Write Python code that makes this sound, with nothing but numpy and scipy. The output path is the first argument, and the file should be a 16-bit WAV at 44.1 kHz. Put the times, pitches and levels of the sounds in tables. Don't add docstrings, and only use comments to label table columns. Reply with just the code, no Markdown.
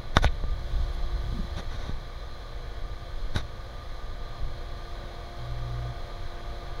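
import sys
import numpy as np
from scipy import signal
from scipy.fft import rfft, irfft, dct
from scipy.io import wavfile
from scipy.ndimage import uniform_filter1d

SR = 44100
rng = np.random.default_rng(int(sys.argv[2]) if len(sys.argv) > 2 else 0)


def generate_wav(sig):
    pcm = np.round(np.clip(np.atleast_2d(sig).T, -1, 1) * 32767).astype(np.int16)
    wavfile.write(sys.argv[1], SR, pcm)


N = 299880

SHAFT_HZ, MAINS_HZ, RATTLE_HZ = 57.98, 60, 119.05
CHATTER_MULTIPLE, CHATTER_DB, CHATTER_FLUTTER_DB, CHATTER_SLIP_TURNS = 20, -62.5, 2.5, 0.06
# shaft_multiple, mains_multiple, level_db
MAGNETIC_TONES = [(0, 2, -54), (0, 22, -73), (0, 28, -74), (0, 32, -78), (0, 38, -76), (36, 0, -78),
                  (36, 2, -72), (36, 4, -75), (72, -2, -70), (72, 0, -70), (72, 2, -72), (72, 4, -79),
                  (71, 2, -75), (84, 6, -85), (108, 2, -87)]
# rattle_multiple, level_db
BEARING_TONES = [(30, -73), (31, -75), (32, -75), (33, -69), (34, -72), (35, -77), (36, -78)]
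def motor(shaft, mains):
    magnetic = sum(tone(round(per_shaft) * shaft + round(per_mains) * mains, db, waver_db=2.0)
                   for per_shaft, per_mains, db in MAGNETIC_TONES)
    rattle = shaft * RATTLE_HZ / SHAFT_HZ
    bearing = sum(tone(round(multiple) * rattle, db, waver_db=3.5) for multiple, db in BEARING_TONES)
    cover = CHATTER_MULTIPLE * mains + CHATTER_SLIP_TURNS * walk(45)
    chatter = tone(cover, CHATTER_DB + CHATTER_FLUTTER_DB * walk(28), waver_db=3.0)
    return magnetic + bearing + chatter


# shaft_multiple, level_db, db_per_near_db, db_per_motor_db
IMPELLER_TONES = [(1, -55.5, -10, 7), (6, -58, 1.6, 1.56), (10, -62, 2, -1), (12, -55.5, 4.5, -1.3),
                  (18, -70.5, 4.5, 1), (20, -80, 6, -8), (30, -70, -9, 4)]
def impeller(shaft, near_db, motor_db):
    return sum(tone(round(multiple) * shaft, db + by_near * near_db + by_motor * motor_db, waver_db=1.0)
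               for multiple, db, by_near, by_motor in IMPELLER_TONES)


# frequency_hz, gain_db
WATER_SPECTRUM = [(120, -5), (230, -3.5), (330, -9.5), (400, -7), (480, 2), (680, -3.5), (830, -5),
                  (1020, -7), (1190, 0), (1300, -5.5), (1390, -9), (1475, -3.5), (1600, -8), (1810, -9.5),
                  (2250, -13), (2550, -17.5), (3200, -21.5), (5000, -68)]
def water(shaft):
    throb = 1 + 0.043 * np.sin(4 * np.pi * shaft)
    churn = grains(spread_db=3) * throb * undb(0.24 * walk(6.7))
    return level(colour(churn, WATER_SPECTRUM), db=-47)


# frequency_hz, gain_db
FAN_SPECTRUM = [(1800, -37), (2750, -18), (3000, -9), (3280, 3), (3750, -4), (4000, 0.7), (4450, -8),
                (4900, -6.5), (5500, -14), (6400, -12), (7800, -16.5), (10400, -19), (12500, -19),
                (15500, -14)]
def fan(mains):
    flutter = 1 + 0.036 * np.sin(4 * np.pi * mains)
    air = grains(spread_db=3) * flutter * undb(0.32 * walk(12))
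    return level(colour(air, FAN_SPECTRUM), db=-55)


# start_s, length_s, near_change_db, motor_change_db
MIC_MOVES = [(0.4, 0.48, 1.33, 3.0), (1.38, 0.59, -1.29, -3), (3.507, 2.2, 2, 1.23)]
def mic_position():
    t = np.arange(N) / SR
    near_db, motor_db = -1.0, -0.5
    for start, length, near_change, motor_change in MIC_MOVES:
        progress = np.sin(np.pi / 2 * np.clip((t - start) / length, 0, 1)) ** 2
        near_db = near_db + near_change * progress
        motor_db = motor_db + motor_change * progress
    return near_db, motor_db


# start_s, strength_db, contact_ms
FINGER_KNOCKS = [(.1690, 27, 0.051), (0.172, 9, 0.082), (0.2447, 14.5, 0.061), (0.246, 10.5, 0.14),
                 (0.251, 35, 3.2), (0.4389, 5.5, 0.25), (0.797, 28, 4.1), (1.3265, 11, 0.81),
                 (1.8948, 15, 0.63), (3.351, 22, 2.7), (3.3612, 23.5, 1.37), (3.3621, -0.5, 0.027),
                 (5.04, 1, 0.48)]
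# pitch_hz, width_hz, gain_db
CASE_MODES = [(72.5, 48, 10.5), (155, 144, 1.5), (715, 1250, 1), (1138, 93, 0.5), (1455, 49, 2.5),
              (1810, 51, -5.5), (3130, 180, -10), (3644, 420, 0), (5760, 870, -8), (10400, 730, -26)]
# pitch_hz, width_hz, gain_db
GRIP_MODES = [(32.5, 4.3, 3)]
def fingers():
    knocks = sum(push(*row) for row in FINGER_KNOCKS)
    force = knocks + sum(judder(*row) for row in FINGER_JUDDERS)
    soft_fingertip = signal.butter(4, 6600, fs=SR, output="sos")
    taps = ring(signal.sosfilt(soft_fingertip, force), CASE_MODES)
    return taps + ring(knocks, GRIP_MODES) + sum(scuff(*row) for row in FINGER_SCUFFS)


def push(start, db, contact_ms):
    age = np.maximum(np.arange(N) / SR - start, 0) * 1000 / contact_ms
    force = age * np.exp(-np.minimum(age, 60))
    return undb(db) * force / force.sum()


FINGER_PAD_HZ = [140, 316]
# start_s, length_s, slip_rate_hz, strength_db
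FINGER_JUDDERS = [(1.342, 0.027, 117, 11.5), (1.387, .013, 192, 13), (1.44, 0.006, 230, 6.5)]
def judder(start, length, rate, db):
    slips = sum(push(s + 0.028 * rng.standard_normal() / rate, db + rng.standard_normal(), 0.66)
                for s in np.arange(start, start + length, 1 / rate))
    return signal.sosfilt(signal.butter(2, FINGER_PAD_HZ, "bandpass", fs=SR, output="sos"), slips)


# middle_s, half_length_s, level_db, low_hz, high_hz
FINGER_SCUFFS = [(0.173, 0.02, -34, 200, 18000), (0.242, 0.02, -32, 201, 18000),
                 (0.269, 0.013, -35.5, 2080, 3400), (0.942, 0.014, -62, 8000, 18000),
                 (1.587, 0.023, -37, 101, 10900), (1.738, 0.037, -43.5, 100, 9000),
                 (1.848, 0.076, -44.5, 99, 9100), (3.363, 0.0027, -28, 980, 11000),
                 (3.37, 0.022, -34.5, 200, 14000), (3.398, 0.017, -41.5, 200, 8000)]
# frequency_hz, gain_db
GRIT_SPECTRUM = [(100, 12), (1000, 5), (2100, 4), (2800, 0), (3700, 5), (4600, -1.5), (5900, -1),
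                 (7800, -8.5), (10600, -1), (15000, -5)]
def scuff(middle, half_length, db, low_hz, high_hz):
    grit = ring(colour(grains(spread_db=0.5), GRIT_SPECTRUM), CASE_MODES)
    band = signal.butter(2, [low_hz, high_hz], "bandpass", fs=SR, output="sos")
    pressure = np.exp(-((np.arange(N) / SR - middle) / half_length) ** 4)
    return level(signal.sosfilt(band, grit), db) * pressure


RUMBLE_SWAY_DB, SHAFT_SHAKE_DB = 1.5, -3.5
# time_s, level_db
RUMBLE_LEVELS = [(0.0, -32.5), (0.09, -34.5), (0.26, -24.5), (0.42, -27.5), (1.93, -32.5), (2.14, -38.5),
                 (2.67, -34), (6.8, -36.5)]
# frequency_hz, gain_db
RUMBLE_SPECTRUM = [(7.1, -52), (12, 3), (31, 0), (54, -7), (124, -18.5), (147, -23), (244, -42), (290, -32),
                   (380, -83), (640, -120)]
def hand(shaft, mains):
    rumble_db, = curves(RUMBLE_LEVELS)
    rumble = level(colour(rng.standard_normal(N), RUMBLE_SPECTRUM), 0)
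    rumble *= undb(rumble_db + RUMBLE_SWAY_DB * walk(8.4))
    shaking = tone(2 * mains, 0, waver_db=0.8) + tone(shaft, SHAFT_SHAKE_DB, waver_db=0.8)
    return rumble + shaking * sum(touch(*row) for row in PUMP_TOUCHES)


TOUCH_ATTACK_S, TOUCH_RELEASE_S, PRESS_DB_PER_S = 0.033, 0.07, 12
# start_s, length_s, starting_gain_db
PUMP_TOUCHES = [(1.07, 0.263, -44), (5.36, 0.531, -39.5)]
def touch(start, length, db):
    age = np.arange(N) / SR - start
    held = np.clip(age / TOUCH_ATTACK_S, 0, 1) * np.clip(1 - (age - length) / TOUCH_RELEASE_S, 0, 1)
    return held * undb(db + PRESS_DB_PER_S * np.clip(age, 0, length))


def undb(db):
    return 10 ** (np.asarray(db) / 20)


def level(x, db):
    return x * undb(db) / np.sqrt(np.mean(x ** 2))


def curves(table):
    times, *columns = np.transpose(table)
    return [np.interp(np.arange(N) / SR, times, column) for column in columns]


def walk(rate):
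    hold = int(SR / rate)
    steps = np.repeat(rng.standard_normal(N // hold + 1), hold)
    return level(uniform_filter1d(uniform_filter1d(steps, hold), hold)[:N], 0)


def colour(x, spectrum):
    hz, db = np.transpose(spectrum)
    f = np.maximum(np.arange(N), 1) * SR / (2 * N)
    gain = undb(np.interp(np.log(f), np.log(hz), db))
    return dct(dct(x, norm="ortho") * gain, type=3, norm="ortho")


def ring(x, modes):
    f = np.maximum(np.arange(N // 2 + 1), .5) * SR / N
    response = sum(undb(db) / (1 + 1j * (f * f - hz * hz) / (f * width)) for hz, width, db in modes)
    return irfft(rfft(x) * response, N)


def grains(spread_db):
    return level(rng.standard_normal(N) * undb(spread_db * rng.standard_normal(N)), 0)


def tone(turns, db, waver_db):
    return np.sqrt(2) * undb(db + waver_db * walk(9.1)) * np.sin(2 * np.pi * (turns + rng.random()))


def scene():
    near_db, motor_db = mic_position()
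    mains = MAINS_HZ * np.arange(N) / SR
    shaft = np.cumsum(SHAFT_HZ * (1 + 0.000304 * walk(4.08))) / SR
    wet_end = impeller(shaft, near_db, motor_db) + water(shaft) * undb(near_db)
    dry_end = (motor(shaft, mains) + fan(mains)) * undb(motor_db)
    return (wet_end + dry_end + hand(shaft, mains) + fingers())[None]


OVERLOAD, TOP_HZ = .92, 15750
# centre_hz, width_hz, cancelled_share_db
MIC_NOTCHES = [(1347, 124, -2.5), (1729, 38, -6.5), (2680, 470, -13.5)]
# frequency_hz, gain_db
MIC_PORT = [(6300, 0.5), (7800, -8.5), (10000, -1.5), (15000, -10.5)]
def record(dry):
    hollow = dry - ring(dry, MIC_NOTCHES)
    rounded = hollow / (1 + (hollow / OVERLOAD) ** 4) ** .25
    top_cut = signal.ellip(10, .1, 80, TOP_HZ, fs=SR, output="sos")
    return signal.sosfiltfilt(top_cut, colour(rounded, MIC_PORT))


dry = scene()
out = record(dry)
generate_wav(out)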